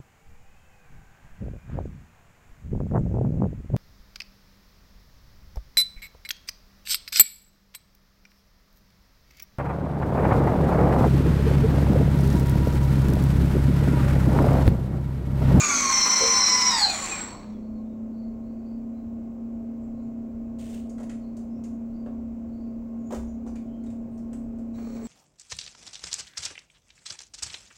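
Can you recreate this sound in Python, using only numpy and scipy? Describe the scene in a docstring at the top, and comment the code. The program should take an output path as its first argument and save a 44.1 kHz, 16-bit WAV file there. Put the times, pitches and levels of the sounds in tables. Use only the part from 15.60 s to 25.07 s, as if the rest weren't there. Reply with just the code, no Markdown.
"""A bare garage, with a radio-controlled model excavator in it. Its hydraulic pump whines under load,
motor and gear tones locked to one shaft, while oil rushes and the steel bucket clonks once; then the
pump coasts to a stop. Relieved of the load, the battery lets a seven-bladed cooling fan speed up and
hum on. Light clicks, knocks and a scuff follow over a low rumble, birds chirp far away, and at the
end the pump begins to creep again."""
import sys
import numpy as np
from scipy import signal
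from scipy.fft import rfft, irfft, next_fast_len
from scipy.io import wavfile
from scipy.ndimage import uniform_filter1d, minimum_filter1d

SR = 44100
rng = np.random.default_rng(int(sys.argv[2]) if len(sys.argv) > 2 else 0)


def waveform_to_disk(signal):
    """Save audio, clipped to [-1, 1], as 16-bit WAV at the path in sys.argv[1]."""
    frames = np.transpose(np.atleast_2d(signal))
    scaled = np.clip(frames, -1, 1) * 32767
    samples = np.round(scaled).astype(np.int16)
    wavfile.write(sys.argv[1], SR, samples)


N = 417627

# the load bites, the drive lets go, the valve shuts, the shaft stands, the pump creeps again
BITE_S, RELEASE_S, VALVE_SHUT_S, STANDSTILL_S, CREEP_S = 0.31, 1.098, 1.247, 1.764, 9.125
WORKING_HZ = 115.7  # pump shaft rate under load
FAN_BLADES, FAN_FREE_HZ = 7, 229.8  # blade-passing rate with the battery unloaded
# spectrum of the fan's rush and whirr: (frequency [Hz], relative level [dB])
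AIR_SPECTRUM = [(115, -2), (165, -2), (270, 8), (340, 2.5), (450, -4.5), (540, -1), (670, -6), (850, -14.5),
                (1400, -24.5), (1850, -34), (2130, -30), (2350, -32.5), (2600, -33.5), (3500, -41),
                (5300, -39.5), (7500, -36), (10000, -58.5), (15000, -40)]
# bright spectrum of rubbing and snapping contacts: (frequency [Hz], relative density [dB])
CONTACT_SPECTRUM = [(880, -31), (1500, -4), (3000, 0.5), (5090, -8), (7090, -2.5), (8790, -3), (11000, -20),
                    (13400, -13.5), (15500, -12.5)]


def from_db(db):
    """Decibels to amplitude ratio."""
    return 10 ** (np.asarray(db) / 20)


def rms_one(x):
    """Normalise to rms 1."""
    return x / np.sqrt(np.mean(x ** 2) + 1e-20)


def seconds():
    """Time of every sample."""
    return np.arange(N) / SR


def since(start_s):
    """Seconds elapsed since a moment; 0 before it."""
    return np.maximum(seconds() - start_s, 0)


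def ramp(start_s, length_s):
    """Linear rise from 0 to 1, then constant."""
    return np.minimum(since(start_s) / max(length_s, 1e-3), 1)


def held(start_s, end_s, attack_s, fade_db_per_s):
    """Envelope of linear attack, hold and exponential decay."""
    return ramp(start_s, attack_s) * from_db(-fade_db_per_s * since(end_s))


def decay(age, t60):
    """Exponential damping: 60 dB down after t60 seconds."""
    return np.exp(-np.log(1000) * age / t60)


def drift(rate_hz, size=N):
    """Random modulation: low-passed noise of rms 1."""
    r = np.exp(-80 * np.pi * rate_hz / SR)
    slow = signal.lfilter([1], [1, -2 * r, r * r], rng.standard_normal(size // 40 + 2002))[2000:]
    return np.interp(np.arange(size) / 40, np.arange(len(slow)), rms_one(slow))


def angle(hz):
    """Phase as the integral of frequency."""
    return 2 * np.pi * np.cumsum(hz) / SR


def noise(spectrum, low=15, high=SR / 2):
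    """Spectrally shaped noise between two band edges in Hz; rms 1."""
    size = next_fast_len(N)
    hz = np.arange(1, size // 2 + 2) * SR / size
    point_hz, point_db = np.transpose(spectrum)
    gain = from_db(np.interp(np.log(hz), np.log(point_hz), point_db))
    gain /= np.sqrt((1 + (low / hz) ** 12) * (1 + (hz / high) ** 12))
    return rms_one(irfft(rfft(rng.standard_normal(size)) * gain, size)[:N])


def strikes(times, levels_db):
    """Impulsive excitation: one click for each contact."""
    out = np.zeros(N) + 1e-18
    out[(np.array(times) * SR).astype(int)] = from_db(levels_db)
    return out


def ring(clicks, hz, t60):
    """Free vibration of one mode: each impulse starts a damped sine."""
    r, w = from_db(-60 / (t60 * SR)), 2 * np.pi * hz / SR
    return signal.lfilter([0, np.sin(w)], [1, -2 * r * np.cos(w), r * r], clicks)


def resonate(x, modes):
    """Forced vibration of parallel modes: (frequency [Hz], bandwidth [Hz], peak gain [dB])."""
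    out = 0
    for hz, width, db in modes:
        r = np.exp(-np.pi * width / SR)
        feedback = [1, -2 * r * np.cos(2 * np.pi * hz / SR), r * r]
        out = out + from_db(db) * signal.lfilter(np.array([1, 0, -1]) * (1 - r * r) / 2, feedback, x)
    return out


def glides(rows, warble, ragged_db, bend=1):
    """Short swelling sweeps with random frequency and amplitude modulation."""
    out, t = np.zeros(N), seconds()
    unsteady = bend + warble * drift(70)
    for s, length, start_hz, end_hz, db in rows:
        span = np.flatnonzero((t > s) & (t < s + length))
        hz = np.linspace(start_hz, end_hz, len(span)) * unsteady[span]
        out[span] += from_db(db) * np.hanning(len(span)) * np.sin(angle(hz))
    return np.sqrt(2) * out * from_db(ragged_db * (drift(55) - 1 / 2))


def garage(x, wet_db, t60=0.37):
    """Reverberation: the power is shared between direct sound and a diffuse tail from the bare walls."""
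    t = np.arange(SR // 2) / SR
    tail = rng.standard_normal(len(t)) * decay(t, t60) * (t > .004)
    wet = signal.fftconvolve(x, tail / np.linalg.norm(tail))[:N]
    return (x + from_db(wet_db) * wet) / np.sqrt(1 + from_db(wet_db) ** 2)


def rumble(start_db=-51.5, growth_db_per_s=0.52, swell_db=1):
    """Low room noise slowly grows, and soft bumps excite one booming mode."""
    # floor thuds: (time [s], level [dB])
    thuds = [(6.579, -39.5), (7.571, -33), (7.871, -37.5)]
    # room noise: (frequency [Hz], relative density [dB])
    spectrum = [(20, -5), (35, 6), (47, -3.5), (68, 0.5), (90, -1), (120, -2.5)]
    level_db = start_db + growth_db_per_s * seconds() + swell_db * drift(3)
    boom = ring(strikes(*np.transpose(thuds)), hz=65, t60=1.0)
    return from_db(level_db) * noise(spectrum, 12, 120) + boom


def birds(faint_count=6, faint_hz=4170, faint_s=.2, faint_db=-81, spread=0.087, syllables_per_s=26):
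    """Distant chirps, modulated into swooping syllables; reverberation outweighs the direct sound."""
    # nearer chirps: (time [s], length [s], start pitch [Hz], end pitch [Hz], level [dB])
    chirps = [(2.2, 0.21, 3794, 3660, -81), (2.48, 0.24, 4280, 4480, -70), (2.8, 0.13, 4160, 4270, -75),
              (2.92, 0.29, 4390, 4700, -73), (3.28, 0.17, 4080, 3960, -80), (4.14, 0.15, 7420, 7100, -77),
              (4.36, .15, 7200, 6980, -79), (5.57, .12, 4350, 4570, -72), (5.856, 0.16, 4970, 5630, -73.5),
              (6.26, .2, 4100, 4900, -74.5), (6.8, 0.38, 4430, 4650, -77), (7.37, 0.14, 6400, 7080, -66),
              (7.58, 0.19, 6680, 6470, -66), (7.981, 0.29, 3150, 3120, -77), (8.46, 0.16, 8330, 8500, -76)]
    twitter = []
    for when, start, end in rng.uniform(-0.71, 1, (faint_count, 3)):
        start_hz, end_hz = faint_hz * (1 + spread * start), faint_hz * (1 + spread * end)
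        twitter.append((abs(when) * (N / SR - faint_s), faint_s, start_hz, end_hz, faint_db))
    syllable = angle(syllables_per_s * (1 + .45 * drift(12)))
    song = glides(chirps + twitter, warble=.03, ragged_db=4, bend=1 + .035 * np.sin(syllable))
    return garage(song * rms_one(1.4 + np.cos(syllable)), wet_db=5)


def scuff(level_db=-57.5, grain_db=2):
    """Sliding friction gives a short, grainy burst of bright noise."""
    rub = held(start_s=4.984, end_s=5.18, attack_s=0.0051, fade_db_per_s=150)
    return rub * from_db(level_db + grain_db * drift(120)) * noise(CONTACT_SPECTRUM, low=1213)


def knocks(hard_blow_db=-23, crack_growth=0.45, relative_width=0.044, rise_s=0.0009, rattle_db=2.0):
    """Impact noise: each contact snaps, rattles in four bands and leaves a damped resonance ringing."""
    # impacts: (time [s], body [dB], clack [dB], tick [dB], ring pitch [Hz], ring level [dB])
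    impacts = [(0.455, -34.5, -43, -52, 1050, -17.5), (1.232, -43, -48, -42.5, 950, -35.5),
               (4.987, -53, -70, -55, 7940, -62), (5.099, -55, -59, -52, 7500, -64),
               (5.139, -58, -64, -61, 2600, -64), (5.294, -65, -68, -55.5, 6700, -57),
               (5.38, -47, -57.5, -60, 1300, -53), (5.399, -37.5, -61, -56, 650, -44),
               (5.431, -48, -54, -56, 9300, -59), (5.494, -57, -49, -52.5, 1930, -58),
               (5.513, -55, -72, -70, 9260, -66), (5.768, -50, -64, -53.5, 7400, -65),
               (6.038, -55.5, -58.5, -54, 6940, -52), (6.46, -37.5, -60.5, -73.5, 1115, -58),
               (7.506, -32, -50, -54, 746, -42), (7.523, -28.5, -51, -48, 1155, -46),
               (7.546, -40, -51.5, -48.5, 800, -40), (7.864, -42.5, -65, -62, 1180, -60),
               (7.875, -59, -69, -66, 5900, -63), (7.887, -55, -72, -68, 4900, -66),
               (7.956, -51, -53.5, -57.5, 2290, -56), (8.236, -63.5, -64.5, -63, 7400, -66),
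               (8.262, -58, -64.5, -62.5, 3750, -62), (8.302, -58, -63.5, -62.5, 7670, -62),
               (8.576, -51, -73, -62, 5500, -64), (8.73, -43, -59, -55.5, 7900, -53),
               (8.985, -53, -67, -64.5, 7700, -67), (9.183, -41.5, -56, -70, 1200, -60)]
    # impact noise: (frequency [Hz], relative density [dB])
    spectrum = [(60, -0.5), (300, 17.5), (650, 15), (1200, 2), (2200, 0), (4000, -9), (5500, -11.5),
                (7200, -6.5), (10000, -20), (15000, -40.5)]
    bands = [noise(spectrum, 160, 1500) * from_db(1), noise(spectrum, 1400, 4500),
             noise(spectrum, 5000), noise(CONTACT_SPECTRUM, 11500) * from_db(-4)]
    snap = from_db(-3) * noise(CONTACT_SPECTRUM, 3000)
    out = np.zeros(N)
    for s, body, clack, tick, ring_hz, ring_db in impacts:
        span = np.arange(int(s * SR), min(N, int(s * SR) + SR // 2))
        age = (span - span[0]) / SR
        crack = tick + crack_growth * (body - hard_blow_db)  # harder blows are brighter
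        burst = sum(from_db(db) * band[span] for db, band in zip((body, clack, tick, crack), bands))
        mode = resonate(rng.standard_normal(len(age)), [(ring_hz, relative_width * ring_hz, 0)])
        tone = from_db(ring_db) * rms_one(mode)
        attack = 1 - np.exp(-age / rise_s)
        out[span] += from_db(tick) * snap[span] * decay(age, t60=0.026)
        out[span] += attack * (burst * decay(age, t60=0.11) + tone * decay(age, t60=0.099))
    return garage(out * from_db(rattle_db * drift(220)), wet_db=-1.5)


def whirr(shaft, low_hz=380, uneven_db=6.0, count=90, size=4096):
    """Periodic friction: the fan motor rubs alike on every turn, giving a comb of harmonics; rms 1."""
    hz, db = np.transpose(AIR_SPECTRUM)
    order_hz = np.maximum(np.arange(count), 1) * FAN_FREE_HZ / FAN_BLADES
    order_db = np.interp(np.log(order_hz), np.log(hz), db) + uneven_db * rng.uniform(-1.8, 1, count)
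    gains = from_db(order_db) * (order_hz > low_hz)
    one_turn = irfft(gains * np.exp(2j * np.pi * rng.random(count)), size)
    position = shaft / (2 * np.pi) % 1
    return rms_one(np.interp(position, np.arange(size + 1) / size, np.append(one_turn, one_turn[0])))


def blade_level(blade_hz, loaded_db=-49.5, peak_hz=213.7, peak_width_hz=2.4, peak_db=6):
    """Envelope in dB of the blade tone: it swells, peaks briefly as its pitch rises, and later dips."""
    # dips of the hum: (time [s])
    dip_times = [2.95, 5.76, 6.75, 7.29, 8.05, 9.43]
    swell_db = 15 * ramp(start_s=1.76, length_s=0.33)
    boost_db = peak_db / (1 + (2 * (blade_hz - peak_hz) / peak_width_hz) ** 2)
    dip_db = sum(3.5 * np.exp(-((seconds() - s) / 0.015) ** 2) for s in dip_times)
    return loaded_db + swell_db + boost_db - dip_db


def fan(loaded_hz=194.5, recovery_s=1.48, lag_s=.54, wobble=.002):
    """The blade-passing tone rises as the battery recovers, over shaft harmonics, whirr and air rush."""
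    # fan partials: (shaft order [1], relative level [dB])
    orders = [(1, -28), (2, -22.5), (3, -26.5), (4, -25), (6, -24.5), (7, 0), (8, -14.5), (13, -27.5),
              (14, -33.5), (16, -34.5), (20, -32.5), (21, -37), (65, -56.5), (78, -56.5)]
    # bearing tones: (frequency [Hz], level [dB])
    bearing_tones = [(533, -70.5), (1076, -73)]
    harmonics_db, whirr_db, air_db = -34.5, -57, -47
    blade_hz = FAN_FREE_HZ + (loaded_hz - FAN_FREE_HZ) * np.exp(-since(recovery_s) / lag_s)
    shaft = angle(blade_hz * (1 + wobble * drift(8))) / FAN_BLADES
    hum = 0
    for order, db in orders:
        if order == FAN_BLADES:
            level_db = blade_level(blade_hz) + 0.97 * drift(10)
        else:
            level_db = harmonics_db + 3 * drift(4)
        hum = hum + from_db(level_db + db) * np.sin(order * shaft + rng.uniform(0, 2 * np.pi))
    for hz, db in bearing_tones:
        hum = hum + from_db(db + 3 * drift(7.2)) * np.sin(angle(hz * (1 + wobble * drift(11))))
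    rush = from_db(whirr_db) * whirr(shaft) + from_db(air_db) * noise(AIR_SPECTRUM, low=100)
    return np.sqrt(2) * hum + rush


def bucket(rolloff_db_per_octave=18.5):
    """Modal ringing of the steel bucket: each contact excites the modes near its own pitch most."""
    # contacts of one clonk: (time [s], level [dB], favoured frequency [Hz])
    contacts = [(0.6085, -26, 510), (0.6217, -28, 490), (0.637, -28, 465)]
    # bucket modes: (frequency [Hz], relative level [dB], t60 [s])
    modes = [(460, 0, 0.3), (530, 0, 0.16), (636, -2, 0.1199), (727, -5, 0.25), (926, 2, 0.16)]
    times, contact_db, favoured_hz = np.transpose(contacts)
    rings = 0
    for hz, db, t60 in modes:
        mismatch_db = rolloff_db_per_octave * abs(np.log2(hz / favoured_hz))
        rings = rings + ring(strikes(times, contact_db + db - mismatch_db), hz, t60)
    return garage(rings, wet_db=-12.5)


def oil(pipe_db=-8, grain_db=2.0, shut_s=0.0093, fade_db_per_s=78, swell_db_per_s=24):
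    """Flow noise: oil rushes through the valve and rings the pipes, drains away, then seeps again."""
    # flow bands: (low edge [Hz], high edge [Hz], loaded level [dB], drop as the valve shuts [dB],
    # start of fade [s], level at the start of the creep [dB])
    bands = [(242, 1100, -43, 3.5, 1.743, -68), (1070, 5400, -35.5, 4, 1.583, -68),
             (4800, 19920, -35, 5.5, 1.47, -68.5)]
    # flow noise: (frequency [Hz], relative density [dB])
    spectrum = [(250, -3.5), (500, -6), (700, 0.5), (1150, 5), (1650, 2.5), (2200, 6.5), (2750, -2.5),
                (3500, -4), (4400, 4.5), (4900, -11), (5600, -3), (7600, -0.5), (10200, -22),
                (15500, -24.5)]
    # pipe resonances: (frequency [Hz], bandwidth [Hz], gain [dB])
    pipes = [(2416, 100, -2.5), (4030, 20, -5), (5580, 41, -1.5)]
    out = 0
    for low_hz, high_hz, db, drop_db, fade_s, creep_db in bands:
        working = from_db(db - drop_db * ramp(VALVE_SHUT_S, shut_s) - fade_db_per_s * since(fade_s))
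        creeping = ramp(CREEP_S, 0.032) * from_db(creep_db + swell_db_per_s * since(CREEP_S))
        rush = noise(spectrum, low_hz, high_hz)
        if low_hz < pipes[0][0] < high_hz:
            rush = rush + from_db(pipe_db) * rms_one(resonate(rng.standard_normal(N), pipes))
        out = out + (working + creeping) * rush
    return out * from_db(grain_db * drift(150))


def rasp(slips_per_s=140, level_db=-49, top_hz=1800, attack_s=0.11, uneven_db=3):
    """Stick-slip friction: the creeping gears move in soft, uneven jerks that ring the pump body."""
    # pump body modes: (frequency [Hz], bandwidth [Hz], gain [dB])
    modes = [(430, 37, 14), (545, 33, 0), (800, 48, -11), (1110, 58, -18), (1420, 90, -15)]
    first = int(CREEP_S * SR)
    slipping = rng.random(N - first) < slips_per_s / SR
    slips = slipping * from_db(uneven_db * rng.standard_normal(N - first))
    softened = signal.sosfilt(signal.butter(2, top_hz, fs=SR, output="sos"), slips + 1e-18)
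    body = np.pad(rms_one(resonate(softened, modes)), (first, 0))
    return from_db(level_db) * ramp(CREEP_S, attack_s) * body


def squeaks_and_ring():
    """Short gliding squeaks and a thin, steady pipe resonance sound as the pump stops and restarts."""
    # squeaks and pipe ring: (time [s], length [s], start pitch [Hz], end pitch [Hz], level [dB])
    sweeps = [(1.255, .12, 2620, 2270, -36), (1.395, .085, 1180, 1020, -37), (1.485, .1, 2620, 2280, -35.5),
              (1.5, .09, 1150, 1030, -44), (1.58, .07, 1530, 1410, -42), (1.4, .55, 4400, 4380, -60),
              (1.91, .09, 3600, 3200, -72), (2.0, .13, 4420, 4380, -76), (2.12, .11, 4330, 4270, -72),
              (9.132, .035, 3950, 3880, -64), (9.1, .5, 4370, 4380, -68.5), (9.22, .3, 520, 550, -52),
              (9.24, .1, 1330, 1130, -62)]
    return garage(glides(sweeps, warble=0.0018, ragged_db=1.5), wet_db=-6)


def shaft_speed(coast_hz_per_s=170, restart_s=9.41, run_up_hz_per_s=400):
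    """Shaft rate in Hz: it sags under load, falls to rest under constant friction, then runs up."""
    # driven shaft: (time [s], rotation rate [Hz])
    loaded_shaft = [(0, 136.3), (.11, 127.5), (.2, 123.3), (.35, 117.3), (.46, 115.7), (.64, 115.7),
                    (.79, 114.6), (.9, 112.1), (1.09, 111), (1.2, 96)]
    driven_hz = np.interp(seconds(), *np.transpose(loaded_shaft))
    coasting_hz = coast_hz_per_s * (STANDSTILL_S - seconds())
    return np.clip(coasting_hz, 0, driven_hz) + run_up_hz_per_s * since(restart_s)


def switching(shaft, shaft_hz, switching_hz=7782, rise_hz=75, poles=10, wobble=0.0005):
    """Modulation: the poles put sidebands on the controller's tone, closing in as the motor slows."""
    # spells of driving, letting go, braking, creeping and starting:
    # (start [s], end [s], carrier [dB], sidebands [dB], octave [dB])
    spells = [(0, 1.12, -50, -61, -92), (1.122, 1.17, -38, -51, -97), (1.165, 1.24, -38, -35.5, -83),
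              (1.28, 1.624, -49, -36, -70), (9.14, 9.47, -93, -110, -70.5), (9.428, 9.47, -62, -50.5, -83)]
    carrier_gain, side_gain, octave_gain = sum(
        np.outer(from_db(levels_db), held(start_s, end_s, attack_s=.02, fade_db_per_s=196))
        for start_s, end_s, *levels_db in spells)
    carrier_hz = switching_hz + rise_hz * np.maximum(1 - shaft_hz / WORKING_HZ, 0)
    carrier = angle(carrier_hz * (1 + wobble * drift(22)))
    sidebands = sum(from_db(db) * np.sin(carrier + order * poles * shaft)
                    for order, db in [(-1, 0), (1, -13), (2, -24)])
    partials = side_gain * sidebands + octave_gain * np.sin(2 * carrier)
    return carrier_gain * np.sin(carrier) + garage(partials, wet_db=-3)


def gear_tones(gear_angle, partials, flutter_db, rattle_db, settle_s=0.15):
    """Whole shaft harmonics, weighted by the load; each flutters alone and all rattle together."""
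    unloaded, released = 1 - ramp(BITE_S - settle_s, settle_s), ramp(RELEASE_S, settle_s)
    stop = int(STANDSTILL_S * SR)
    out = np.zeros(N)
    for order, db, unloaded_db, released_db in partials:
        level_db = db + unloaded_db * unloaded[:stop] + released_db * released[:stop]
        level_db += flutter_db * drift(30, size=stop)
        out[:stop] += from_db(level_db) * np.sin(round(order) * gear_angle[:stop])
    return out * from_db(rattle_db * drift(120))


def gears(shaft, shaft_hz, speed_power=1.4, mesh_db=-35.5, backlash=.0025, fade_db_per_s=62.5):
    """Gear meshing: nine teeth give shaft harmonics that grow with speed and excite resonances."""
    # tooth-passing harmonics:
    # (shaft order [1], loaded level [dB], change before the bite [dB], change after release [dB])
    tooth_orders = [(9, -32.5, -2, 2), (18, -38.5, 1, 1), (27, -48.5, -0.5, -2.5), (36, -32.5, -11.5, -12)]
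    # weaker orders from uneven teeth: same columns, levels relative to mesh_db
    mesh_orders = [(2, -15.5, 6, -11.5), (3, -21, 10, -2.5), (4, -22.5, -4, -5.5), (5, -25, 7, -11),
                   (7, -24, -0.5, -2.5), (8, -19, 3, -10.5), (10, -10.5, -4, -0.5), (11, -19, 15.5, -8.5),
                   (12, -17, 0.5, -7.5), (13, -14.5, 0.5, -5.5), (16, -18.5, 3.5, -1), (17, -17, 6, -1.5),
                   (19, -14, -0.5, 3.5), (20, -12.5, 0.5, 4), (33, -22, -7.5, -1.5), (41, -28.5, 19.5, 1.5),
                   (45, -17.5, 3.5, -1.5), (49, -12, -10, -0.5), (52, -17, 11, 2), (55, -7.5, 2.5, -3),
                   (57, -15.5, -5, -1), (63.3, -17.5, -5, -5), (72.27, -19, -2.5, 2.5)]
    # the housing's ring near 800 Hz, excited by the teeth: (frequency [Hz], bandwidth [Hz], gain [dB])
    housing_ring = [(802, 45, 1)]
    # resonances that colour the gear tones, a low room boom and the pump's ringing: same columns
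    resonances = [(276.2, 13, 8.5), (785, 39, 12.5), (1100, 80, 2.5), (2280, 360, -7), (4000, 840, 0)]
    # the teeth chatter at release and run slack once the valve is shut
    chatter_db = 4.5 * held(RELEASE_S, RELEASE_S + 0.044, attack_s=0.026, fade_db_per_s=404.5)
    slack_db = 3 * ramp(VALVE_SHUT_S, 0.078)
    effort = from_db(chatter_db - slack_db) * (shaft_hz / WORKING_HZ) ** speed_power
    fade = from_db(-fade_db_per_s * since(VALVE_SHUT_S))
    teeth = gear_tones(shaft, tooth_orders, flutter_db=2.6, rattle_db=2.2)
    teeth = garage((teeth + resonate(teeth, housing_ring)) * effort * fade, wet_db=-4)
    # backlash lets the gears rattle around the motor's angle
    loose_angle = shaft + angle(shaft_hz * backlash * drift(70))
    mesh = from_db(mesh_db) * effort * gear_tones(loose_angle, mesh_orders, flutter_db=4, rattle_db=2.5)
    return teeth + garage(mesh + resonate(mesh, resonances), wet_db=-1)


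def whine(shaft, closing_s=0.046, shut_drop_db=26, fade_db_per_s=90, throb_hz=26.7):
    """Magnetic ripple sings as two throbbing tones that surge with pressure until the valve shuts."""
    # motor tones: (shaft order [1], loaded level [dB], rise at the bite [dB], drop at release [dB],
    # surge as the valve closes [dB])
    tones = [(47, -24.5, 9, 5, 15.5), (51, -23.5, 3.5, 12, 13)]
    unloaded, released = 1 - ramp(BITE_S, 0.0582), ramp(RELEASE_S, 0.02)
    pressure = ramp(VALVE_SHUT_S - closing_s, closing_s)
    loss_db = shut_drop_db * ramp(VALVE_SHUT_S, 0.014) + fade_db_per_s * since(VALVE_SHUT_S)
    throb_db = 2 * np.sin(angle(throb_hz * (1 + .2 * drift(13))))
    out = 0
    for order, db, bite_db, drop_db, surge_db in tones:
        level_db = db - bite_db * unloaded - drop_db * released + surge_db * pressure - loss_db
        flutter_db = 1.5 * drift(67) + 1.9 * drift(250)
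        out = out + from_db(level_db + throb_db + flutter_db) * np.sin(order * shaft)
    return garage(out, wet_db=-6)


def pump(jitter=0.0028):
    """Phase locking: gear tones, motor whine and switching sidebands follow one unsteady shaft."""
    shaft_hz = shaft_speed()
    shaft = angle(shaft_hz * (1 + jitter * drift(90)))
    return np.sqrt(2) * (gears(shaft, shaft_hz) + whine(shaft) + switching(shaft, shaft_hz))


def scene():
    """Superposition of the machine and the small sounds around it, in mono."""
    machine = pump() + squeaks_and_ring() + rasp() + oil() + fan() + bucket()
    return (machine + knocks() + scuff() + rumble() + birds())[None]


def record(dry):
    """Peak limiting, followed by a steep low-pass filter."""
    ceiling, hold_s, cutoff_hz = .35, .006, 15800
    hold = int(hold_s * SR)
    needed_gain = ceiling / np.maximum(abs(dry), ceiling)
    gain = uniform_filter1d(minimum_filter1d(needed_gain, hold), hold)
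    return signal.sosfilt(signal.ellip(10, .1, 80, cutoff_hz, fs=SR, output="sos"), dry * gain)


dry = scene()
out = record(dry)
waveform_to_disk(out)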